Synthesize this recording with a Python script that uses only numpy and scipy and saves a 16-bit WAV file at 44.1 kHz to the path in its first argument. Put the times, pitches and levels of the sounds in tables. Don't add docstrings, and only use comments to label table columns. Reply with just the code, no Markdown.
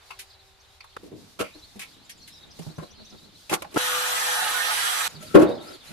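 import sys
import numpy as np
from scipy import signal
from scipy.fft import rfft, irfft
from scipy.io import wavfile
from scipy.ndimage import uniform_filter1d, map_coordinates

SR = 44100
rng = np.random.default_rng(int(sys.argv[2]) if len(sys.argv) > 2 else 0)


def to_wav(s):
    ch = np.atleast_2d(s).T
    pcm = np.round(np.clip(ch, -1, 1) * 32767)
    wavfile.write(sys.argv[1], SR, pcm.astype(np.int16))


N = 261072
TIME = np.arange(N) / SR

CUTS = [.975, 3.7765, 5.079]

# time in seconds, then the relative levels of the
# far bird chorus, room air, hiss and low murmur, all in dB.
AIR = [
    [(0.0, -58.5, -57.5, -58, -79), (0.552, -62.5, -62, -64, -74.5), (0.96, -60, -61, -63.5, -80)],
    [(0.99, -65, -60.5, -60, -56.5), (1.42, -69, -61.5, -60.5, -56), (1.59, -60, -60, -55, -62),
     (2.36, -55.5, -61, -60, -61.5), (2.67, -65.5, -58, -55, -59), (3.03, -53.5, -62.5, -61, -68.5),
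     (3.47, -61, -61.5, -56.5, -58.5)],
    [(5.09, -59, -49.5, -51.5, -71), (5.434, -51, -64.5, -60, -35.5), (5.92, -51.5, -53, -58, -68)],
]
# frequency in Hz, relative level in dB per Hz.
OUTDOORS = [(20, -13), (91, -3), (297, -5), (368, -9), (848, -7.5), (1900, -11), (3930, -8.5), (5880, -17),
            (15500, -25.5)]
# frequency in Hz, left-right likeness from -1 to 1.
LIKENESS = [(60, 0.67), (240, 0.42), (950, 0.36), (3770, 0.14), (15000, -0.21)]
RUMBLE_DB = -63.5
HUM_HZ, HUM_DB = 385, -71.5

# start in seconds, shape, relative level in dB.
NOTES = [(0.293, "drop", -60.5), (0.324, "drop", -62.5), (.385, "lift", -64), (.595, "rise", -66),
         (.675, "pip", -75), (1.585, "slide", -64), (1.531, "lift", -57), (1.622, "lift", -54.5),
         (1.9, "hold", -75), (2.28, "hold", -62), (2.545, "drop", -66), (2.465, "sweep", -72),
         (2.19, "warble", -59.5), (2.94, "warble", -63), (3.055, "chip", -58.5), (3.175, "chip", -62),
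         (2.045, "sweep", -64), (2.172, "sweep", -63), (2.106, "slide", -56), (2.213, "slide", -61),
         (2.31, "climb", -60.5), (2.355, "whistle", -62), (2.425, "chip", -58), (2.497, "whistle", -60),
         (2.505, "slide", -59), (2.618, "slide", -60.5), (2.691, "lift", -58.5), (2.758, "rise", -62),
         (2.825, "lift", -58), (2.902, "rise", -59.5), (2.994, "lift", -58.5), (3.043, "rise", -57.5),
         (3.093, "slide", -59.5), (3.229, "lift", -60.5), (3.344, "lift", -61), (5.09, "pip", -59),
         (5.144, "drop", -53.5), (5.205, "pip", -59), (5.261, "drop", -54), (5.463, "chip", -53),
         (5.505, "chip", -51.5), (5.535, "whistle", -64), (5.668, "whistle", -55.5), (5.601, "chip", -53),
         (5.723, "drop", -55), (5.74, "pip", -66), (5.79, "drop", -65), (5.866, "lift", -55.5),
         (5.865, "pip", -63)]
NOTE_SHAPES = {"drop": (0.034, 5500, 3200), "slide": (0.025, 6800, 4300), "rise": (0.0244, 5280, 6650),
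               "lift": (0.0325, 3750, 4500), "pip": (0.024, 6950, 6820), "warble": (0.08, 4150, 4400),
               "chip": (0.026, 3800, 3680), "whistle": (0.0367, 4800, 5250), "sweep": (0.022, 8000, 6200),
               "climb": (.055, 5050, 5750), "hold": (0.134, 3780, 3900)}
FLOCK_DB = -6.5

SHOP_T60_S, SHOP_DB, SHOP_DULL_HZ = 0.15, -8, 2520

# start in seconds, kind, wood level in dB, scuff hiss level in dB,
# fade in ms, favoured beam pitch in Hz.
CONTACTS = [(0.104, "tick", -30, -49, 15.5, 640), (0.188, "scuff", -52, -36.5, 25.6, 587),
            (0.804, "tick", -36.5, -56, 7.3, 1040), (0.839, "tick", -44, -53.5, 11, 295),
            (0.964, "rap", -32, -47, 3.9, 480), (1.03, "thud", -34.5, -59, 32, 302),
            (1.062, "thud", -40, -62, 22, 348), (1.113, "thud", -30, -68, 42, 306),
            (1.389, "knock", -16, -32, 14.8, 540), (1.438, "tick", -36.5, -51.5, 49, 775),
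            (1.546, "thud", -36, -59, 26, 317), (1.756, "thud", -33.5, -54, 18, 245),
            (1.791, "tick", -36.5, -36.5, 26, 740), (1.814, "tick", -35, -45, 29, 770),
            (2.092, "scuff", -62, -39.5, 19, 304), (2.273, "scuff", -61, -44.5, 22, 300),
            (2.588, "thud", -25.5, -46, 13.6, 160), (2.614, "scuff", -33, -54, 30, 200),
            (2.664, "thud", -26, -54, 6.2, 156), (2.78, "thud", -21, -52, 6.5, 173),
            (2.781, "tick", -39, -62, 24, 404), (2.814, "knock", -31.5, -57, 5.8, 420),
            (3.494, "rap", -30.5, -31.5, 13, 760), (3.508, "knock", -15.5, -32.5, 11, 394),
            (3.525, "tick", -18, -37, 17, 250), (3.535, "tick", -34, -23, 13.2, 472),
            (3.619, "rap", -31.5, -35.5, 7.9, 594), (3.643, "tick", -32, -58, 8.1, 284),
            (3.705, "knock", -40, -52, 61, 400), (3.74, "thud", -22, -42, 30, 385),
            (3.758, "knock", -10, -36, 22, 408), (5.224, "thud", -33, -42, 16, 620),
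            (5.341, "drop", 3.5, -30, 17.6, 361), (5.385, "drop", -8, -38.5, 29, 352),
            (5.41, "drop", -6.5, -40, 21, 418), (5.48, "drop", -21, -50, 30, 607)]
KINDS = {"tick": (-36, 4.5, 4.5, 7), "thud": (-1.5, -58, 4, 34.5), "rap": (3, 5.9, 4, 41),
         "knock": (0.5, -4, 23.5, 14), "scuff": (-21, -11.5, 8, 31), "drop": (2, -12.5, 12, 18.5)}
# frequency in Hz, relative level in dB, free ring time (t60) in seconds.
BEAM = [(159, -6, 0.31), (211.3, 1, 0.2), (312, -6.5, 0.38), (354, 2, 0.18), (382.5, -2.5, 0.2),
        (481.5, 0, 0.12), (560, -4.5, 0.29), (617, -6, 0.36), (830, -11, .3)]
# frequency in Hz, relative level in dB, free ring time in seconds.
SMALL_PARTS = [(866, 2.5, 0.091), (1103, 9, 0.047), (1336, 5, 0.061), (2200, -4.5, 0.027),
               (2475, 8.5, 0.022), (4540, 15, 0.031)]
# frequency in Hz, relative level in dB per Hz.
SCUFF = [(880, -65), (1500, 6.5), (1840, 3.5), (5190, -5), (11300, -4.5), (15500, -17)]
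BEAM_DAMPING, PART_DAMPING = .25, .28
LOOSE_RING, LOOSE_HZ = 2.6, 1346
BENCH_DB, BENCH_T60_S, BENCH_HZ = -19, 0.54, (189, 704)

# start in seconds, end in seconds, relative beam rumble at the start
# in dB, at the end in dB, favoured pitch in Hz, rub in the small parts in dB.
DRAGS = [(2.394, 3.299, -44.5, -52.5, 214, -74), (5.078, 5.211, -37, -43, 154, -86),
         (5.204, 5.37, -39, -47, 159, -49.5), (5.612, 5.766, -48, -40, 356, -51),
         (5.843, 5.921, -50, -24, 155, -49.5)]

# time in seconds, relative air and cutter noise in dB, left-right difference in dB,
# shaft tone in dB, commutator whine in dB.
ROUTER = [(3.8, -30, 0.0, -38, -45), (4.3, -30, -1, -45, -44), (4.65, -30.5, -4.5, -52, -44),
          (4.8, -30.5, -3, -56.5, -42.5), (5.06, -31.5, -4, -53, -41)]
# shaft multiple, relative level in dB.
WHINE = [(8, -6), (12, 0), (16, -6), (24, -4)]
# frequency in Hz, relative level in dB per Hz.
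ROAR = [(150, -50), (445, -37), (490, -15.5), (894, -9.5), (2600, -1.5), (3350, -6), (5650, -8.5),
        (10700, -6), (14300, -16.5)]
# frequency in Hz, width in Hz, mean level in dB.
HOUSING = [(875, 6.4, -24), (1283, 20, -22), (1760, 260, -10), (2930, 59, -16), (3255, 28, -14)]
# middle in seconds, length in seconds, multiple of the cutting rate, mean level in dB.
SQUEALS = [(4.25, .26, 10, -42), (4.81, .24, 18, -39), (4.79, .12, 19, -38), (4.91, .08, 19, -39),
           (4.93, .12, 21, -42)]
SHAFT_HZ = 496.7
CUTTER_HZ, CUTTER_REPEAT = 493.5, .3
LEFT_LEAD_MS = (-1.03, 0.784)
GLANCE, GLANCE_MS = -.45, (.44, .37)
GRAIN_DB, GRAIN_WIDTH_HZ, GRAIN_SWING_DB, GRAIN_PER_S = -15, 24, 5, 14

NOTCH_HZ, NOTCH_WIDTH_HZ = 7855, 70
CUTOFF_HZ = 15900


def amp(db):
    return 10 ** (np.asarray(db) / 20)


def rms_one(x):
    return x / np.sqrt(np.mean(x ** 2) + 1e-20)


def in_time(rows, outside=-120):
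    s, *columns = np.transpose(rows)
    return np.array([np.interp(TIME, s, column, outside, outside) for column in columns])


def at_hz(points, hz):
    point_hz, value = np.array(points).T
    return np.interp(np.log(np.maximum(hz, 1)), np.log(point_hz), value)


def drift(rate):
    knots = rng.standard_normal(int(N / SR * rate) + 3)
    return map_coordinates(knots, [TIME * rate], order=3)


def coloured(spectrum, low_hz=20, high_hz=16000, channels=2):
    hz = np.arange(N // 2 + 1) * SR / N + 1e-3
    edges = np.sqrt((1 + (low_hz / hz) ** 8) * (1 + (hz / high_hz) ** 8))
    shape = amp(at_hz(spectrum, hz)) / edges
    return rms_one(irfft(rfft(rng.standard_normal((channels, N))) * shape, N))


def spread(pair):
    mid, side = rfft(pair)
    alike = np.clip(at_hz(LIKENESS, np.arange(len(mid)) * SR / N), -.95, .95)
    shared = np.sqrt((1 + alike) / 2) * mid
    opposed = np.sqrt((1 - alike) / 2) * side * [[1], [-1]]
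    return irfft(shared + opposed, N)


def background():
    chorus_db, air_db, hiss_db, low_db = in_time(sum(AIR, []), None)
    chorus = coloured(OUTDOORS, 2800., 5600.) * amp(chorus_db - 8 + 3 * drift(14))
    rumble = coloured(OUTDOORS, 5.8, 94.0) * amp(RUMBLE_DB + 2.0 * drift(4.17))
    low = coloured(OUTDOORS, 92.0, 444.0) * amp(low_db + 3.1 * drift(11.0))
    air = coloured(OUTDOORS, 420.0, 2870.0) * amp(air_db + 1.0 * drift(9.5))
    hiss = coloured(OUTDOORS, 4180.0) * amp(hiss_db + 2.3 * drift(16.0))
    turn = 2 * np.pi * HUM_HZ * TIME
    hum = amp(HUM_DB + 3 * drift(8)) * (np.sin(turn) + np.sin(2 * turn)) * (TIME < CUTS[0])
    return hum + spread(rumble + low + air + chorus + hiss)


def shop_echoes():
    t = np.arange(int(.6 * SR)) / SR
    noise = rng.standard_normal((2, len(t))) * np.minimum(t / 0.0057, 1)
    dull = signal.sosfilt(signal.butter(1, SHOP_DULL_HZ, fs=SR, output="sos"), noise)
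    tail = dull * amp(-60 * t / SHOP_T60_S) + (noise - dull) * amp(-60 * t / (0.4 * SHOP_T60_S))
    return tail / np.sqrt(np.sum(tail ** 2, axis=1, keepdims=True))


def shop(dry, echoes):
    wet = signal.fftconvolve(dry.mean(axis=0)[None], echoes, axes=1)
    return dry + amp(SHOP_DB) * wet[:, :dry.shape[1]]


def sing(notes):
    out = np.zeros((2, N))
    for s, length, start_hz, end_hz, level_db in notes:
        u = np.linspace(0, 1, int(length * SR))
        quaver = 1 + .03 * np.sin(2 * np.pi * (65 * length * u + rng.random()))
        hz = (start_hz + (end_hz - start_hz) * u) * quaver
        note = np.sin(np.pi * u) * np.sin(2 * np.pi * np.cumsum(hz) / SR)
        side_db = rng.normal(0, 0.31) * np.array([[1], [-1]])
        start = int(s * SR)
        out[:, start:start + len(u)] += amp(level_db + 8.5 + side_db) * note
    return out


def birds(echoes):
    chorus_db = in_time(sum(AIR, []), None)[0]
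    when, length, pitch, slide, loud = rng.random((1000, 5)).T
    when = when * (N / SR - .1)
    start_hz = 3600 + 900 * pitch
    end_hz = start_hz * (1 + 0.55 * (slide - .6))
    level_db = chorus_db[(when * SR).astype(int)] - 3 - 10 * loud
    flock = np.transpose([when, 0.01405 + 0.0284 * length, start_hz, end_hz, level_db])
    near = sing([(s, *NOTE_SHAPES[shape], db) for s, shape, db in NOTES])
    far = sing(flock)
    out = shop(near, 1.9 * echoes) + amp(FLOCK_DB) * shop(far, 1.6 * echoes)
    return out * ((TIME < CUTS[1]) | (TIME > CUTS[2]))


def soften(x, hz):
    return signal.sosfilt(signal.butter(3, hz, fs=SR, output="sos"), x)


def favour(modes, focus_hz, db_per_octave):
    favoured = []
    for hz, level_db, t60 in modes:
        loss_db = min(db_per_octave * np.abs(np.log2(hz / focus_hz)), 26.0)
        favoured.append((hz, level_db - loss_db, t60))
    return favoured


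def ring(push, modes, share, spread_db):
    out = 0
    for hz, level_db, t60 in modes:
        r = amp(-60 / (t60 * share * SR))
        w = 2 * np.pi * hz / SR
        gain = amp(level_db + spread_db * rng.standard_normal((2, 1)))
        out = out + gain * signal.lfilter([1, 0, -1], [1, -2 * r * np.cos(w), r * r], push + 1e-18)
    return out


def contacts(echoes):
    out = np.zeros((2, N))
    hiss = coloured(SCUFF, 2010.0)
    ms = np.arange(int(.6 * SR)) / SR * 1000
    for s, kind, wood_db, scuff_db, fade_ms, focus_hz in CONTACTS:
        beam_db, part_db, rise_ms, focus_db = KINDS[kind]
        dropped = kind == "drop"
        start = int(s * SR)
        end = min([start + len(ms), N] + [int(c * SR) for c in CUTS if c > s])
        length, span = end - start, slice(start, end)

        swell = np.minimum(ms / rise_ms, 1)
        fade = np.exp(-(np.maximum(ms - rise_ms, 0) / fade_ms) ** 1.37)
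        shape = swell ** (1.6 if dropped else 0.56) * fade
        shared, *own = rng.standard_normal((3, len(ms)))
        own = np.array(own)
        push = shape * (shared + 1.37 * own)

        loose, part_hz = (LOOSE_RING, LOOSE_HZ) if dropped else (1, 3.0 * focus_hz)
        beam_modes = favour(BEAM, focus_hz, focus_db)
        part_modes = favour(SMALL_PARTS, part_hz, 23.0)
        beam = ring(soften(push, 700.), beam_modes, BEAM_DAMPING * loose, 2.5)
        part = ring(soften(push, 3900.0), part_modes, PART_DAMPING * loose, 3.6)
        for body, level_db in ((beam, beam_db), (part, part_db)):
            body = shop(body, echoes)[:, :length]
            out[:, span] += amp(wood_db + level_db) * body / np.abs(body).max()

        if dropped:
            band = signal.butter(2, BENCH_HZ, "band", fs=SR, output="sos")
            boom = rms_one(signal.sosfilt(band, shared + 1.33 * own))
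            boom = boom * swell * amp(-60 * ms / 1000 / BENCH_T60_S)
            out[:, span] += amp(wood_db + BENCH_DB) * boom[:, :length]
        grit = amp(scuff_db) * (shape * np.minimum(ms / 2.6, 1))[:length]
        out[:, span] += grit * hiss[:, span]
    return out


def drags():
    curves = [in_time([(a, a_db, hz, rub), (b, b_db, hz, rub)]) for a, b, a_db, b_db, hz, rub in DRAGS]
    rumble_db, focus_hz, rub_db = np.max(curves, axis=0)
    friction = soften(rng.standard_normal((2, N)), 2000.0) * amp(6.3 * drift(27))
    beam = 0
    for mode in BEAM:
        octaves_off = np.abs(np.log2(mode[0] / np.maximum(focus_hz, 50)))
        beam = beam + rms_one(ring(friction, [mode], 0.56, 1.4)) * amp(-16.0 * octaves_off)
    rub = rms_one(ring(friction, [SMALL_PARTS[2]], 1.0, 4.9)) + coloured(SCUFF, 2060.0)
    rub_gain = uniform_filter1d(amp(rub_db), size=1800)
    return amp(rumble_db - 8.5) * beam + rub_gain * rub


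def patchy(x, slow_db, fast_db):
    spectrum, octave = rfft(x), np.log2(np.arange(N // 2 + 1) * SR / N + 1)
    out = 0
    for centre in np.arange(7, 14.5, 1 / 3):
        band = np.cos(np.pi / 2 * np.clip(3 * (octave - centre), -1, 1)) ** 2
        out = out + irfft(spectrum * band, N) * amp(slow_db * drift(4) + fast_db * drift(70))
    return out


def router_roar():
    roar, white = coloured(ROAR, channels=3), rng.standard_normal((3, N))
    for hz, width_hz, level_db in HOUSING:
        peak = signal.lfilter(*signal.iirpeak(hz, hz / width_hz, fs=SR), white)
        roar = roar + amp(level_db + 2.5 * drift(9.8)) * rms_one(peak)
    for hz in np.geomspace(750, 4300, 36) * rng.uniform(.97, 1.03, 36):
        peak = signal.lfilter(*signal.iirpeak(hz, hz / GRAIN_WIDTH_HZ, fs=SR), white)
        flare_db = GRAIN_DB + at_hz(ROAR, hz) + GRAIN_SWING_DB * drift(GRAIN_PER_S)
        roar = roar + amp(flare_db) * rms_one(peak)
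    behind = np.arange(N) - np.interp(TIME, CUTS[1:], GLANCE_MS) * SR / 1000
    dull = uniform_filter1d(roar, size=7)
    roar = roar + GLANCE * np.array([np.interp(behind, np.arange(N), side) for side in dull])
    turns = np.arange(N // 2 + 1) * SR / N / CUTTER_HZ
    repeat = 1 - CUTTER_REPEAT * np.minimum(turns / 20, 1) * np.exp(-2j * np.pi * turns)
    return patchy(irfft(rfft(roar) / repeat, N), 1.2, 1.2)


def router():
    first, last = (CUTS[1], *ROUTER[0][1:]), (CUTS[2], *ROUTER[-1][1:])
    roar_db, pan_db, shaft_db, whine_db = in_time([first] + ROUTER + [last])
    turn = 2 * np.pi * np.cumsum(SHAFT_HZ * (1 + .0007 * drift(9))) / SR
    direct, left, right = router_roar() * amp(roar_db)
    lead = np.interp(TIME, CUTS[1:], LEFT_LEAD_MS) * SR / 1000
    late = map_coordinates(direct, [np.arange(N) - lead], order=3)
    out = amp(-5) * np.array([direct, late]) + np.array([left, right])
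    out += amp(shaft_db + 4 * drift(16)) * np.sin(turn + [[0], [.3]])
    for multiple, level_db in WHINE:
        phase = rng.uniform(0, 1.5, (2, 1))
        out += amp(whine_db + level_db + 2 + 2.5 * drift(11)) * np.sin(multiple * turn + phase)
    cut = 2 * np.pi * np.cumsum(CUTTER_HZ * (1 + .0015 * drift(25))) / SR
    for middle, length, multiple, level_db in SQUEALS:
        swell = np.sqrt(np.maximum(1 - (2 * (TIME - middle) / length) ** 2, 0))
        phase = rng.uniform(0, 3, (2, 1))
        out += swell * amp(level_db + 2.5 * drift(20)) * np.sin(multiple * cut + phase)
    return out * amp(pan_db * [[.5], [-.5]]) * ((TIME >= CUTS[1]) & (TIME <= CUTS[2]))


def scene():
    echoes = shop_echoes()
    return background() + birds(echoes) + contacts(echoes) + drags() + router()


def record(dry):
    x = signal.lfilter(*signal.iirnotch(NOTCH_HZ, NOTCH_HZ / NOTCH_WIDTH_HZ, fs=SR), dry)
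    overloaded = np.clip(x, -1, 1)
    x = signal.sosfilt(signal.cheby2(14, 80, CUTOFF_HZ, fs=SR, output="sos"), overloaded)
    return np.clip(x, -1, 1)


dry = scene()
out = record(dry)
to_wav(out)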